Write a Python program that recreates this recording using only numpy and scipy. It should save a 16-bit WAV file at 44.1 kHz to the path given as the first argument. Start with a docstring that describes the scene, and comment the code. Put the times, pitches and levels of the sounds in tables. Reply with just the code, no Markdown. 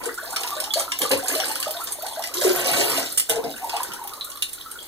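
"""Bath water scooped, plunged and poured from a plastic cup rinses a puppy in a shallow tub and runs off its coat.
Trapped air throbs and rising bubbles ring as damped oscillators; slaps and spray are bursts of noise and short rings.
Swarms of random bubbles and clicks build the churn, the trickle and the runoff; decaying modes make the tub thump.
Wall echoes, tub resonances and a short room tail surround the water, over a faint rumble and hiss.
A phone with a microphone at each end hears it, widens its stereo image and limits its band."""
import sys
import numpy as np
from scipy import signal
from scipy.fft import rfft, irfft, next_fast_len
from scipy.io import wavfile
from scipy.ndimage import uniform_filter1d, map_coordinates

SR = 44100
rng = np.random.default_rng(int(sys.argv[2]) if len(sys.argv) > 2 else 0)


def master(y):
    """Save y as 16-bit WAV."""
    cut = np.clip(np.atleast_2d(y).T, -1, 1)
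    pcm = np.round(cut * 32767)  # scale
    wavfile.write(sys.argv[1], SR, pcm.astype(np.int16))


N = 214882


def amp(db):
    """Level law: decibels to amplitude gain."""
    return 10 ** (np.asarray(db) / 20)


def unit(x):
    """Power normalisation: x at rms 1."""
    return x / np.sqrt(np.mean(x ** 2) + 1e-20)


def along(points, hz):
    """Logarithmic frequency axis: (f/Hz, value) points interpolated on it."""
    f, v = np.transpose(points)
    return np.interp(np.log(hz + 1), np.log(f + 1), v)


def curves(rows):
    """Linear interpolation in time: one value per sample for each column after t/s."""
    s, *columns = np.transpose(rows)
    return [np.interp(np.arange(N) / SR, s, column) for column in columns]


def add(track, s, sound):
    """Superposition: mix a sound into a track at time s."""
    part = track[max(round(s * SR), 0):][:len(sound)]
    part += sound[:len(part)]


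def filtered(x, response):
    """Linear filtering: the spectrum of x times a complex response of frequency."""
    m = next_fast_len(N + SR)
    return irfft(rfft(x, m) * response(np.fft.rfftfreq(m, 1 / SR)), m)[..., :N]


def coloured(x, spectrum, size=4096):
    """Minimum phase: x through a causal filter of unit energy with the given (f/Hz, level/dB) shape."""
    cepstrum = irfft(np.log(amp(along(spectrum, np.fft.rfftfreq(size, 1 / SR)))))
    # folding the cepstrum onto positive time makes the filter causal
    cepstrum[1:size // 2] *= 2
    cepstrum[size // 2 + 1:] = 0
    kernel = irfft(np.exp(rfft(cepstrum)))
    return signal.fftconvolve(x, kernel / np.linalg.norm(kernel))[:N]


def fade(t, t60):
    """Exponential decay: the amplitude falls by 60 dB in t60 seconds."""
    return np.exp(-np.log(1000) * t / t60)


def swell(s, hold, attack, fall_db_per_s):
    """Flow envelope: a linear build-up to time s, a hold and an exponential decay."""
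    t = np.arange(N) / SR - s
    return np.clip(1 + t / attack, 0, 1) * amp(-fall_db_per_s * np.maximum(t - hold, 0))


def joined(level_db, power):
    """Incoherent addition: level in dB of a flow with more power on top."""
    return 10 * np.log10(amp(level_db) ** 2 + power)


def evened(x, seconds):
    """Short-time power normalisation: a stream of grains held near rms 1 over the given time."""
    local_power = np.abs(uniform_filter1d(x ** 2, int(seconds * SR) + 1))
    return x / np.sqrt(local_power + np.mean(x ** 2) / 20)


def bubble(hz, t60, rise, start_cycles):
    """Damped volume oscillation: an air pocket rings, and its pitch climbs as it nears the surface."""
    t = np.arange(int(t60 * SR) + 2) / SR
    pitch = hz * (1 + rise * (t / t60 - .15))
    onset = 1 - np.exp(-t * hz / start_cycles)
    ring = np.sin(2 * np.pi * np.cumsum(pitch) / SR) * fade(t, t60) * onset
    return ring / (np.abs(ring).max() + 1e-9)


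def froth(low_hz, high_hz, cycles, spread_db, rise, count):
    """Superposed damped oscillators: a swarm of bubbles of random size, life and strength."""
    swarm = np.zeros(N)
    for when, width, life, strength in rng.random((count, 4)):
        hz = low_hz * (high_hz / low_hz) ** width
        ring = bubble(hz, cycles * (.5 + life) / hz, rise, start_cycles=0.51)
        add(swarm, when * N / SR, amp(-spread_db * strength) * ring)
    return swarm


def droplets(spread_db, mist, count):
    """Random impulse process: tiny impacts and bursting films, most faint, over a fine mist of noise."""
    when, strength = rng.random((count, 2)).T
    gains = amp(spread_db * np.minimum(-np.log(1 - strength), 3))
    clicks = np.bincount((when * N).astype(int), gains * rng.choice([-1, 1], count), N)
    return unit(clicks) + mist * rng.standard_normal(N)


def splats(per_s, t60, spread_db, share):
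    """Shot-noise modulation: gain of water landing in lumps, each hitting at once and dying quickly."""
    when, size = rng.random((int(per_s * N / SR), 2)).T
    hits = np.bincount((when * N).astype(int), amp(spread_db * size) ** 2, N)
    power = np.abs(signal.fftconvolve(hits, fade(np.arange(SR // 10) / SR, t60) ** 2)[:N])
    share = np.clip(share, 0, 1)
    return np.sqrt(1 - share + share * power / power.mean())


def room_tone():
    """Stationary noise: a faint steady rumble and hiss, independent in the two channels."""
    # background spectrum: f/Hz, relative level/dB
    quiet = [(20, -1), (70, 3), (150, -5.5), (400, -4.5), (1200, -8.5), (3000, -13), (15000, -4.5)]
    return amp(-43.5) * np.array([coloured(rng.standard_normal(N), quiet) for _ in range(2)])


def echoes(early_db, tail_db):
    """Early reflections and diffuse decay: one stereo response of close tub walls and the room's tail."""
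    # reverberation of the small hard room: f/Hz, t60/s
    room = [(100, 0.13), (500, 0.3), (2000, 0.2), (5000, 0.23), (10000, 0.15), (16000, 0.079)]
    wall_t60 = 0.022  # s; later wall echoes are weaker
    hz, t, z = signal.stft(rng.standard_normal((2, SR // 2)), SR, nperseg=256)
    tail = signal.istft(z * fade(t, along(room, hz)[:, None]), SR, nperseg=256)[1]
    # the tail starts 5 ms late
    tail = np.pad(tail / np.linalg.norm(tail[0]), ((0, 0), (int(.005 * SR), 0)))
    walls = np.zeros_like(tail)
    for side in walls:
        lags = rng.integers(SR // 1500, SR // 110, size=14)
        side[lags] = rng.standard_normal(size=14) * fade(lags / SR, wall_t60)
        side /= np.linalg.norm(side)
    return amp(tail_db) * tail + amp(early_db) * walls


def bathroom(x, early_db, tail_db, tub_db, count=16):
    """Time-varying reverberation and tub modes at two microphones; echoes change as splashes move about."""
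    # air resonances between the tub walls: f/Hz, width/Hz, relative level/dB
    tub = [(227.4, 7, -4), (276.7, 7.4, -2.5), (360.3, 6, -4), (457.6, 7.7, -6), (691.3, 11, -6),
           (843, 5.2, -17)]
    hop = N // count + 1
    echo, padded = np.zeros((2, N + hop)), np.pad(x, (hop, 2 * hop))
    # overlapping pieces, each with newly drawn echoes
    for start in range(0, N + hop, hop):
        piece = padded[start:start + 2 * hop] * np.hanning(2 * hop)
        answers = signal.fftconvolve(piece[None], echoes(early_db, tail_db), axes=1)
        for track, answer in zip(echo, answers):
            add(track, start / SR, answer)

    def apart(f):
        # long waves reach both microphones more alike
        return np.pi / 4 * np.clip(along([(80, 0.13), (300, 0.71), (700, 0.61), (1400, 1.0)], f), 0, 1)

    def modes(f):
        return sum(amp(db) * 1j * f * w / (c * c - f * f + 1j * f * w) for c, w, db in tub)

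    mid = filtered(echo[0, hop:], lambda f: np.cos(apart(f)))
    side = filtered(echo[1, hop:], lambda f: np.sin(apart(f)))
    # the right microphone faces the water; the phone's body shades the left one in the treble
    shade = [(120, -42), (400, 4.0), (1200, -4.0), (4000, -60), (12000, -49.0)]  # f/Hz, level/dB
    shaded = filtered(x, lambda f: amp(along(shade, f)))
    return np.array([shaded + mid + side, x + mid - side]) + amp(tub_db) * filtered(x, modes)


def thumps():
    """Modal excitation: the cup knocks the tub bottom and the tub's shell gives a short dull boom."""
    # the cup knocking the tub bottom: t/s, level/dB
    knocks = [(1.015, -33.5), (1.109, -28.5), (1.165, -36), (3.297, -35), (3.438, -40), (3.884, -40.5)]
    # shell modes, detuned at each knock: nominal f/Hz, relative level/dB, t60/s
    shell = [(108, -7, 0.21), (150.4, -5, 0.17), (202, -3.5, 0.16), (246, 1.5, 0.13), (310, 8.5, 0.09)]
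    out, t = np.zeros(N), np.arange(SR // 4) / SR
    onset = 1 - np.exp(-t / 0.0043)
    for s, db in knocks:
        for (hz, mode_db, t60), detune in zip(shell, rng.standard_normal(len(shell))):
            mode = np.sin(2 * np.pi * hz * (1 + 0.057 * detune) * t) * fade(t, t60) * onset
            add(out, s, amp(db + mode_db) * mode)
    return out


def runoff():
    """Bubble entrainment: a thin stream murmurs with bubbles of nearly one size; some glide up as they surface."""
    # streams off the wet coat: t/s, hold/s, central bubble f/Hz, level/dB of the murmur
    streams = [(3.627, 0.024, 895, -45), (3.747, 0.099, 1027, -44), (4.015, 0.031, 955, -45),
               (4.122, 0.033, 1186, -47.5), (4.27, 0.091, 1273, -52.5), (4.654, 0.065, 1363, -52.5)]
    spread = 1.2  # pitch ratio of the bubbles about their centre
    out = np.zeros(N)
    for s, hold, hz, db in streams:
        murmur = froth(hz / spread, hz * spread, cycles=58, spread_db=8, rise=0.25, count=420)
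        gurgle = froth(hz / spread, hz, cycles=90, spread_db=6, rise=.7, count=260)
        stream = evened(murmur, 0.067) + amp(-16) * evened(gurgle, .03)
        out += amp(db) * swell(s, hold, attack=0.036, fall_db_per_s=119) * stream
    return out


def surges():
    """Power summation: power of the churn, gulps and spray that the cup's strokes stir up."""
    # the cup dips, plunges or pours: t/s, hold/s, then churn, deep gulp and spray, each relative level/dB
    strokes = [(0.007, 0.075, -35, -47.5, -47), (0.772, 0.037, -30, -51, -29), (1.01, 0.029, -27, -41, -27),
               (1.113, 0.01, -19.5, -28.5, -28.5), (1.296, 0.09, -30.5, -45, -31.5),
               (1.398, .11, -31.5, -64, -56), (2.342, 0.041, -39.5, -46.5, -31),
               (2.42, 0.085, -25, -40.5, -27.5), (2.545, 0.12, -24, -46, -28.5),
               (2.673, 0.19, -24, -38.5, -28.5), (2.882, 0.1, -23.5, -39.5, -29),
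               (3.022, 0.026, -32, -44, -48), (3.297, 0.0025, -23, -39, -27.5),
               (3.36, 0.03, -34.5, -39, -56), (3.437, 0.038, -35, -35.5, -53),
               (3.728, 0.07, -31, -73, -39.5), (3.88, 0.019, -44, -51, -53)]
    return sum((amp(levels_db)[:, None] * swell(s, hold, attack=0.011, fall_db_per_s=285)) ** 2
               for s, hold, *levels_db in strokes)


def spray(lumps):
    """Impact noise and bubble rings: drops tick at their own pitches; heavy spatter merges into a rush."""
    # water spattering off the cup and the coat: t/s, relative level/dB
    spatter = [(0.0, -42.5), (0.28, -39), (0.46, -34.5), (0.83, -44), (1.22, -36.5), (1.46, -33),
               (2.03, -40.5), (2.31, -41), (2.56, -53), (2.81, -26.5), (3.21, -39), (3.34, -57),
               (3.47, -41), (3.84, -39.5), (4.01, -46), (4.87, -44)]
    # spectrum of separate drops: f/Hz, relative level/dB
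    tick_spectrum = [(700, -66), (1800, 0), (2500, -2), (3200, -4.5), (4300, 0.5), (6000, -4), (8800, 3.5),
                     (11000, 4.5), (14000, 7), (16000, -14)]
    # spectrum of heavy spatter: f/Hz, relative level/dB
    rush_spectrum = [(700, -68), (1800, 1), (2500, -8), (3200, -5), (4300, -1), (6000, -2.5), (8800, 4.5),
                     (11000, 4.5), (14000, 4), (16000, -16)]
    spatter_db = joined(curves(spatter)[0] - 1.5, surges()[2])
    # the smallest bubbles fizz; longer pings and short taps give drops their pitches
    fizz = unit(froth(3200, 14000, cycles=30, spread_db=14, rise=.1, count=5000))
    pings = unit(froth(3200, 12000, cycles=50, spread_db=14, rise=.08, count=600))
    taps = unit(froth(3200, 15000, cycles=9, spread_db=18, rise=.1, count=520))
    drops = droplets(spread_db=8, mist=0.25, count=1500)
    ticks = coloured(drops + taps + 0.5 * fizz + .65 * pings, tick_spectrum)
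    dense_drops = droplets(spread_db=1.5, mist=0.3, count=10000)
    patter = coloured(dense_drops + .7 * fizz + .8 * taps + .4 * pings, rush_spectrum)
    # power share of the rush
    heavy = 1 / (1.2 + np.exp(-(spatter_db + 33) / 3))
    clumps = splats(per_s=45, t60=.035, spread_db=8, share=.42)
    light_part = np.sqrt(1 - heavy) * clumps * evened(ticks, 0.12)
    heavy_part = np.sqrt(heavy) * lumps * evened(patter, 0.092)
    return amp(spatter_db) * (light_part + heavy_part)


def flow():
    """Incoherent addition: levels in dB of deep gulps and churn, from the slosh plus the cup's surges."""
    # slosh of the bath water between the strokes: t/s, relative level/dB
    slosh = [(0.0, -48), (0.45, -33), (0.64, -40.5), (0.96, -49.5), (1.31, -33), (1.94, -41), (2.47, -41),
             (2.62, -51), (2.89, -48), (3.08, -39), (3.42, -72), (3.56, -40.5), (3.89, -37.5), (4.52, -60),
             (4.87, -48)]
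    slosh_db, = curves(slosh)
    churn, gulp, _ = surges()
    # deep lapping gains 0.3 dB per dB of slosh
    lapping_db = -55 + 0.3 * (slosh_db - slosh_db.mean())
    return joined(lapping_db, gulp), joined(slosh_db + 0.5, churn)


def stirred_water(lumps):
    """Collective bubble noise: gentle flow trickles in chirps; hard flow churns and gulps with trapped air."""
    # spectra of the deep gulps, of the gentle trickle and of the churn: f/Hz, relative level/dB
    gulp_spectrum = [(40, -10), (70, -21), (130, -15.5), (200, -11), (300, 4), (420, 2.5), (560, -5),
                     (900, -21.5)]
    trickle_spectrum = [(250, -22), (500, -7), (800, -5.5), (1250, 1), (1900, 7), (2800, 12), (4500, -26.5)]
    churn_spectrum = [(200, -24), (380, -10.5), (520, -4), (800, -2.5), (1300, -5), (2000, 0), (2800, 6),
                      (4500, -12)]
    gulp_db, churn_db = flow()
    deep = unit(froth(101.0, 600, cycles=10.4, spread_db=16, rise=0.26, count=1700))
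    chirps = unit(froth(520, 1800, cycles=44, spread_db=13, rise=.9, count=400))
    foam = unit(froth(330, 2800, cycles=26, spread_db=17, rise=.3, count=3400))
    gulp = coloured(deep + rng.standard_normal(N), gulp_spectrum)
    sparse_drops = droplets(spread_db=2, mist=0.16, count=1500)
    trickle = coloured(chirps + 0.25 * sparse_drops, trickle_spectrum)
    pips = unit(froth(1500, 4600, cycles=32, spread_db=14, rise=.2, count=1500))
    dense_drops = droplets(spread_db=1, mist=0.6, count=5000)
    churn = coloured(foam + .22 * pips + 0.45 * dense_drops, churn_spectrum)
    # power share of the churn against the trickle
    hard = 1 / (1.0 + np.exp(-(churn_db + 29.5) / 3))
    body = np.sqrt(hard) * lumps * evened(churn, 0.025) + np.sqrt(1 - hard) * evened(trickle, 0.047)
    return amp(gulp_db) * evened(gulp, 0.025) + amp(churn_db - 5.5) * body


def throbs():
    """Driven volume oscillation: an air pocket rings while water squeezes it; its changing shape wavers the pitch."""
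    # air trapped under the cup: onset t/s, hold/s, mean f/Hz, level/dB
    pockets = [(0.061, 0.018, 465, -29), (0.765, 0.01, 540, -30.5), (1.018, 0.019, 488, -27.5),
               (1.111, 0.024, 521, -21.5), (1.143, 0.016, 510, -35), (2.349, 0.031, 345, -32),
               (2.446, 0.029, 370, -18), (2.497, 0.012, 362.2, -19.5), (2.786, 0.06, 431.5, -27),
               (3.297, 0.01, 435, -26.5), (3.337, .008, 448, -29), (3.364, 0.018, 466, -24.5),
               (3.44, 0.014, 455, -28), (3.456, 0.043, 765, -40), (3.47, 0.024, 620, -38),
               (3.729, 0.011, 814, -27), (3.775, 0.017, 878, -42)]
    attack, waver_depth, waver_per_s = 0.0043, 0.0682, 150  # s, fraction of the pitch, random values per s
    out, count = np.zeros(N), int(N * waver_per_s / SR) + 4
    waver = map_coordinates(rng.standard_normal(count), [np.arange(N) * waver_per_s / SR])
    for s, hold, hz, db in pockets:
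        phase = 2 * np.pi * np.cumsum(hz * (1 + waver_depth * waver)) / SR
        out += amp(db) * swell(s + attack, hold, attack, fall_db_per_s=700) * np.sin(phase)
    return out


def slaps():
    """Impact noise: spiky bursts with a bright edge, a duller body and a fine top; trapped air rings briefly."""
    # water on water and tub: t/s, relative level/dB, body level/dB re the slap, central f/Hz of the trapped air
    impacts = [(.0378, -22.5, -10, 8900), (0.0568, -16, -21, 8370), (0.143, -22, -22, 8700),
               (0.181, -38, 5, 4110), (0.305, -21, -20, 6600), (.362, -16.5, -1, 4200),
               (0.434, -17.5, -4.5, 4160), (0.4751, -21, -3.5, 5950), (0.6018, -14.5, -9.5, 9600),
               (0.6398, -20.5, -3.5, 4060), (0.7375, -8, -11.5, 4760), (0.7954, -11, -17, 6330),
               (0.919, -17.5, -3, 4140), (0.9887, -18.5, -9, 11770), (1.0164, -10, -11.5, 8900),
               (1.0944, -16, -25, 10100), (1.114, -8, -11.5, 4570), (1.1736, -16.5, -20, 8850),
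               (1.26, -28.5, -22, 12000), (1.2832, -10, -16, 7500), (1.351, -14.5, -7, 4200),
               (1.401, -24.5, 7, 3800), (1.4559, -16, -31, 9400), (1.484, -18, -28, 8600),
               (1.514, -22.5, -6, 4300), (1.555, -17, -9, 9900), (1.601, -16.5, -16, 10500),
               (1.6277, -16.5, -2.5, 4170), (1.7087, -17, -11, 11100), (1.8387, -28.5, -14, 13500),
               (1.8891, -41, -8, 4570), (1.922, -12.5, -40, 8920), (2.0226, -24, -7, 11400),
               (2.0646, -21, -7.5, 6700), (2.084, -21, -22, 4400), (2.133, -24, -22, 3450),
               (2.223, -24, -4, 3720), (2.2384, -19.5, -3, 4540), (2.273, -19.5, -9, 8900),
               (2.3388, -20, -7, 4050), (2.412, -16, -7, 3740), (2.735, -21.5, -0.5, 3770),
               (2.81, -26, 6.5, 3870), (2.899, -10.5, -20, 9300), (2.974, -16, -11, 9100),
               (3.124, -18.5, -23, 10200), (3.1752, -3, -26, 8260), (3.179, -2.5, -22, 9000),
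               (3.197, -4, -19.5, 9430), (3.296, -7, -15, 9800), (3.358, -21, -7, 8950),
               (3.4401, -29.5, -2.5, 4240), (3.512, -32, 0, 4100), (3.562, -26.5, -16, 3200),
               (3.695, -25.5, 1, 4200), (3.766, -19.5, -5.5, 3040), (3.918, -32.5, 2, 4160),
               (3.832, -12, -21, 9100), (3.935, -21.5, -11, 9700), (4.0393, -27.5, -16, 11000),
               (4.0746, -24, -8.5, 11700), (4.094, -31, -4, 3800), (4.135, -21.5, -21, 4470),
               (4.21, -31, -13, 4430), (4.245, -20, -34, 9400), (4.3, -22.5, -22, 6700),
               (4.317, -28, -9, 4080), (4.372, -25.5, -14, 3800), (4.423, -7.5, -14, 3910),
               (4.492, -24, -14, 8750), (4.5319, -17, -31, 9200), (4.555, -37, -19, 10500),
               (4.7141, -20, -19, 9400), (4.828, -25.5, -24, 8600)]
    # spectra of the three bands of a burst: f/Hz, relative level/dB
    edge_spectrum = [(300, -35), (2000, -16.5), (5500, -12), (8800, 3), (11000, -1.5), (14000, -19.5)]
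    body_spectrum = [(300, -27), (1300, -6), (2800, 10.5), (4100, 5.5), (5500, 9.5), (9000, -4.5)]
    top_spectrum = [(3000, -56), (8000, -7), (11500, 11), (14000, 11.5), (16000, 5)]
    bursts, rings, t = np.zeros((3, N)), np.zeros(N), np.arange(SR // 5) / SR
    for s, db, body_db, hz in impacts:
        # 20 ms decay at -21 dB; a slap 42 dB stronger lasts twice as long
        t60 = 0.02 * 2 ** ((db + 21) / 42)
        shape = fade(t, t60) * (1 - np.exp(-t / 0.0001))
        # the fine top grows for the smallest drops, 40.5 dB per octave above 8830 Hz
        top_db = -18.5 + 40.5 * max(np.log2(hz / 8830), 0)
        for track, level_db in zip(bursts, [db - 10.0, db + body_db - 2.0, db + top_db]):
            spikes = amp(0.67 * rng.standard_normal(len(t))) * rng.standard_normal(len(t))
            burst = unit(shape * spikes) * np.sqrt(np.mean(shape ** 2))
            add(track, s - .0005, amp(level_db + 5) * burst)
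        for detune, lag in rng.random((3, 2)):
            ring = bubble(hz * (1 + 0.25 * (detune - .5)), 0.008, rise=0.01, start_cycles=0.68)
            add(rings, s + .002 * lag, amp(db - 10) * ring)
    spectra = [edge_spectrum, body_spectrum, top_spectrum]
    return rings + sum(coloured(track, spectrum) for track, spectrum in zip(bursts, spectra))


def plinks():
    """Damped volume oscillation: single bubbles ring one by one; a closing cavity sweeps up ever faster."""
    # single bubbles that stand out, small and large: t/s, nominal f/Hz, relative level/dB, t60/s
    single_bubbles = [(.091, 1950, -22.5, 0.03), (.228, 640, -30.5, 0.059), (.366, 1322, -25, .08),
                      (.446, 980, -23.5, 0.053), (.517, 1164, -24.5, 0.088), (.567, 597, -25, 0.047),
                      (.672, 859, -29, 0.19), (.706, 3430, -15.5, .035), (.737, 4520, -8.5, 0.012),
                      (.758, 586, -19.5, 0.067), (.768, 656, -16.5, 0.061), (.879, 1333, -23, 0.034),
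                      (.922, 1043, -29.5, 0.051), (1.052, 1194, -19, 0.061), (1.229, 730, -23.5, 0.049),
                      (1.358, 625, -19, 0.1), (1.398, 760, -23.5, 0.068), (1.5, 860, -25, 0.055),
                      (1.66, 1260, -23.5, 0.054), (1.668, 617, -19, 0.058), (1.678, 812, -22.5, 0.06),
                      (1.749, 684, -27, 0.076), (1.806, 1344, -24.5, 0.044), (1.987, 610, -28, 0.091),
                      (2.062, 724, -25, 0.046), (2.171, 642, -25.5, 0.11), (2.242, 1990, -23, 0.032),
                      (2.205, 680, -32, .09), (2.292, 1240, -34, .09), (2.36, 1035, -32, 0.11),
                      (2.68, 3950, -11.5, 0.011), (2.98, 664, -20, 0.085), (3.305, 634, -31, .07),
                      (3.36, 673, -27.5, .07), (3.387, 783, -28.5, .06), (3.44, 700, -28, 0.066),
                      (3.642, 917, -22, 0.064), (3.739, 788, -16, 0.045), (3.803, 1017, -19, 0.052),
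                      (3.988, 1026, -33, 0.071), (4.014, 935, -30, .07), (4.05, 816, -31, .07),
                      (4.125, 1250, -29.5, .05), (4.178, 1245, -37, 0.042), (4.21, 3950, -11.5, 0.0072),
                      (4.268, 1397, -37, 0.066), (4.355, 1184, -33.5, .04), (4.578, 1430, -41, .04),
                      (4.596, 1080, -40, .06), (4.66, 1310, -30, .05), (4.705, 1363, -38, .06),
                      (4.756, 1436, -29.5, 0.047), (4.789, 3300, -23.5, 0.02)]
    # cavities closing as they reach the surface: t/s, length/s, start f/Hz, end f/Hz, relative level/dB
    cavities = [(0.081, 0.022, 1120, 2100, -33), (0.175, 0.023, 1343, 1970, -27.5),
                (.203, 0.021, 1330, 2010, -37.5), (.326, 0.026, 1363, 1730, -33.5),
                (0.565, 0.029, 1380, 2170, -33.5), (0.611, 0.034, 612, 1220, -36.5),
                (0.77, 0.017, 690, 2200, -32), (0.874, 0.018, 890, 1600, -41), (1.304, .07, 275, 693, -29),
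                (1.585, .03, 995, 1310, -35.5), (1.784, 0.034, 935, 1600, -40.5),
                (2.023, 0.038, 640, 1320, -31.5), (2.061, 0.0385, 690, 1106, -38),
                (2.105, 0.025, 854, 1240, -36), (2.183, 0.026, 638, 1560, -29.5),
                (3.606, 0.053, 728, 1020, -37.5), (3.673, 0.026, 823, 1300, -37),
                (3.904, 0.041, 1250, 1550, -43)]
    out = np.zeros(N)
    for s, hz, db, t60 in single_bubbles:
        add(out, s, amp(db - 2.0) * bubble(hz, t60, rise=0.16, start_cycles=1.07))
    for s, length, start_hz, end_hz, db in cavities:
        u = np.linspace(0, 1, int(length * SR) + 2)
        pitch = start_hz * (end_hz / start_hz) ** (u * u)
        sweep = np.sin(np.pi * u ** .8) * np.sin(2 * np.pi * np.cumsum(pitch) / SR)
        add(out, s, amp(db + 1.5) * sweep)
    return out


def scene():
    """Superposition: all the water in the room; single bubbles ring in open water, farther from the walls."""
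    lumps = splats(per_s=110, t60=0.043, spread_db=6, share=0.36)
    water = throbs() + thumps() + slaps() + stirred_water(lumps) + runoff() + spray(lumps)
    bubbles = bathroom(plinks(), early_db=-6, tail_db=-3.0, tub_db=8.5)
    surrounded = bathroom(water, early_db=0.0, tail_db=-1.5, tub_db=9.5)
    return amp(-1.5) * (surrounded + bubbles) + room_tone()


def record(dry):
    """Crosstalk subtraction: a delayed copy of each channel leaves the other, widening the image; then a band limit."""
    delay, top_hz = .000389, 15550  # s, Hz
    share = [(100, 0.18), (1200, 0.55), (2600, 0.95), (5200, 0.48), (8000, 0.22), (14000, 0.44)]  # f/Hz, gain
    # the left channel is 0.6 dB stronger, the right 0.6 dB weaker
    balanced = dry * amp([[.6], [-.6]])

    def crossing(f):
        return np.clip(along(share, f), 0, .95) * np.exp(-2j * np.pi * f * delay)

    crossed = filtered(balanced[::-1], crossing)
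    return filtered(balanced - crossed, lambda f: 1 / np.sqrt(1 + (f / top_hz) ** 160))


dry = scene()
out = record(dry)
master(out)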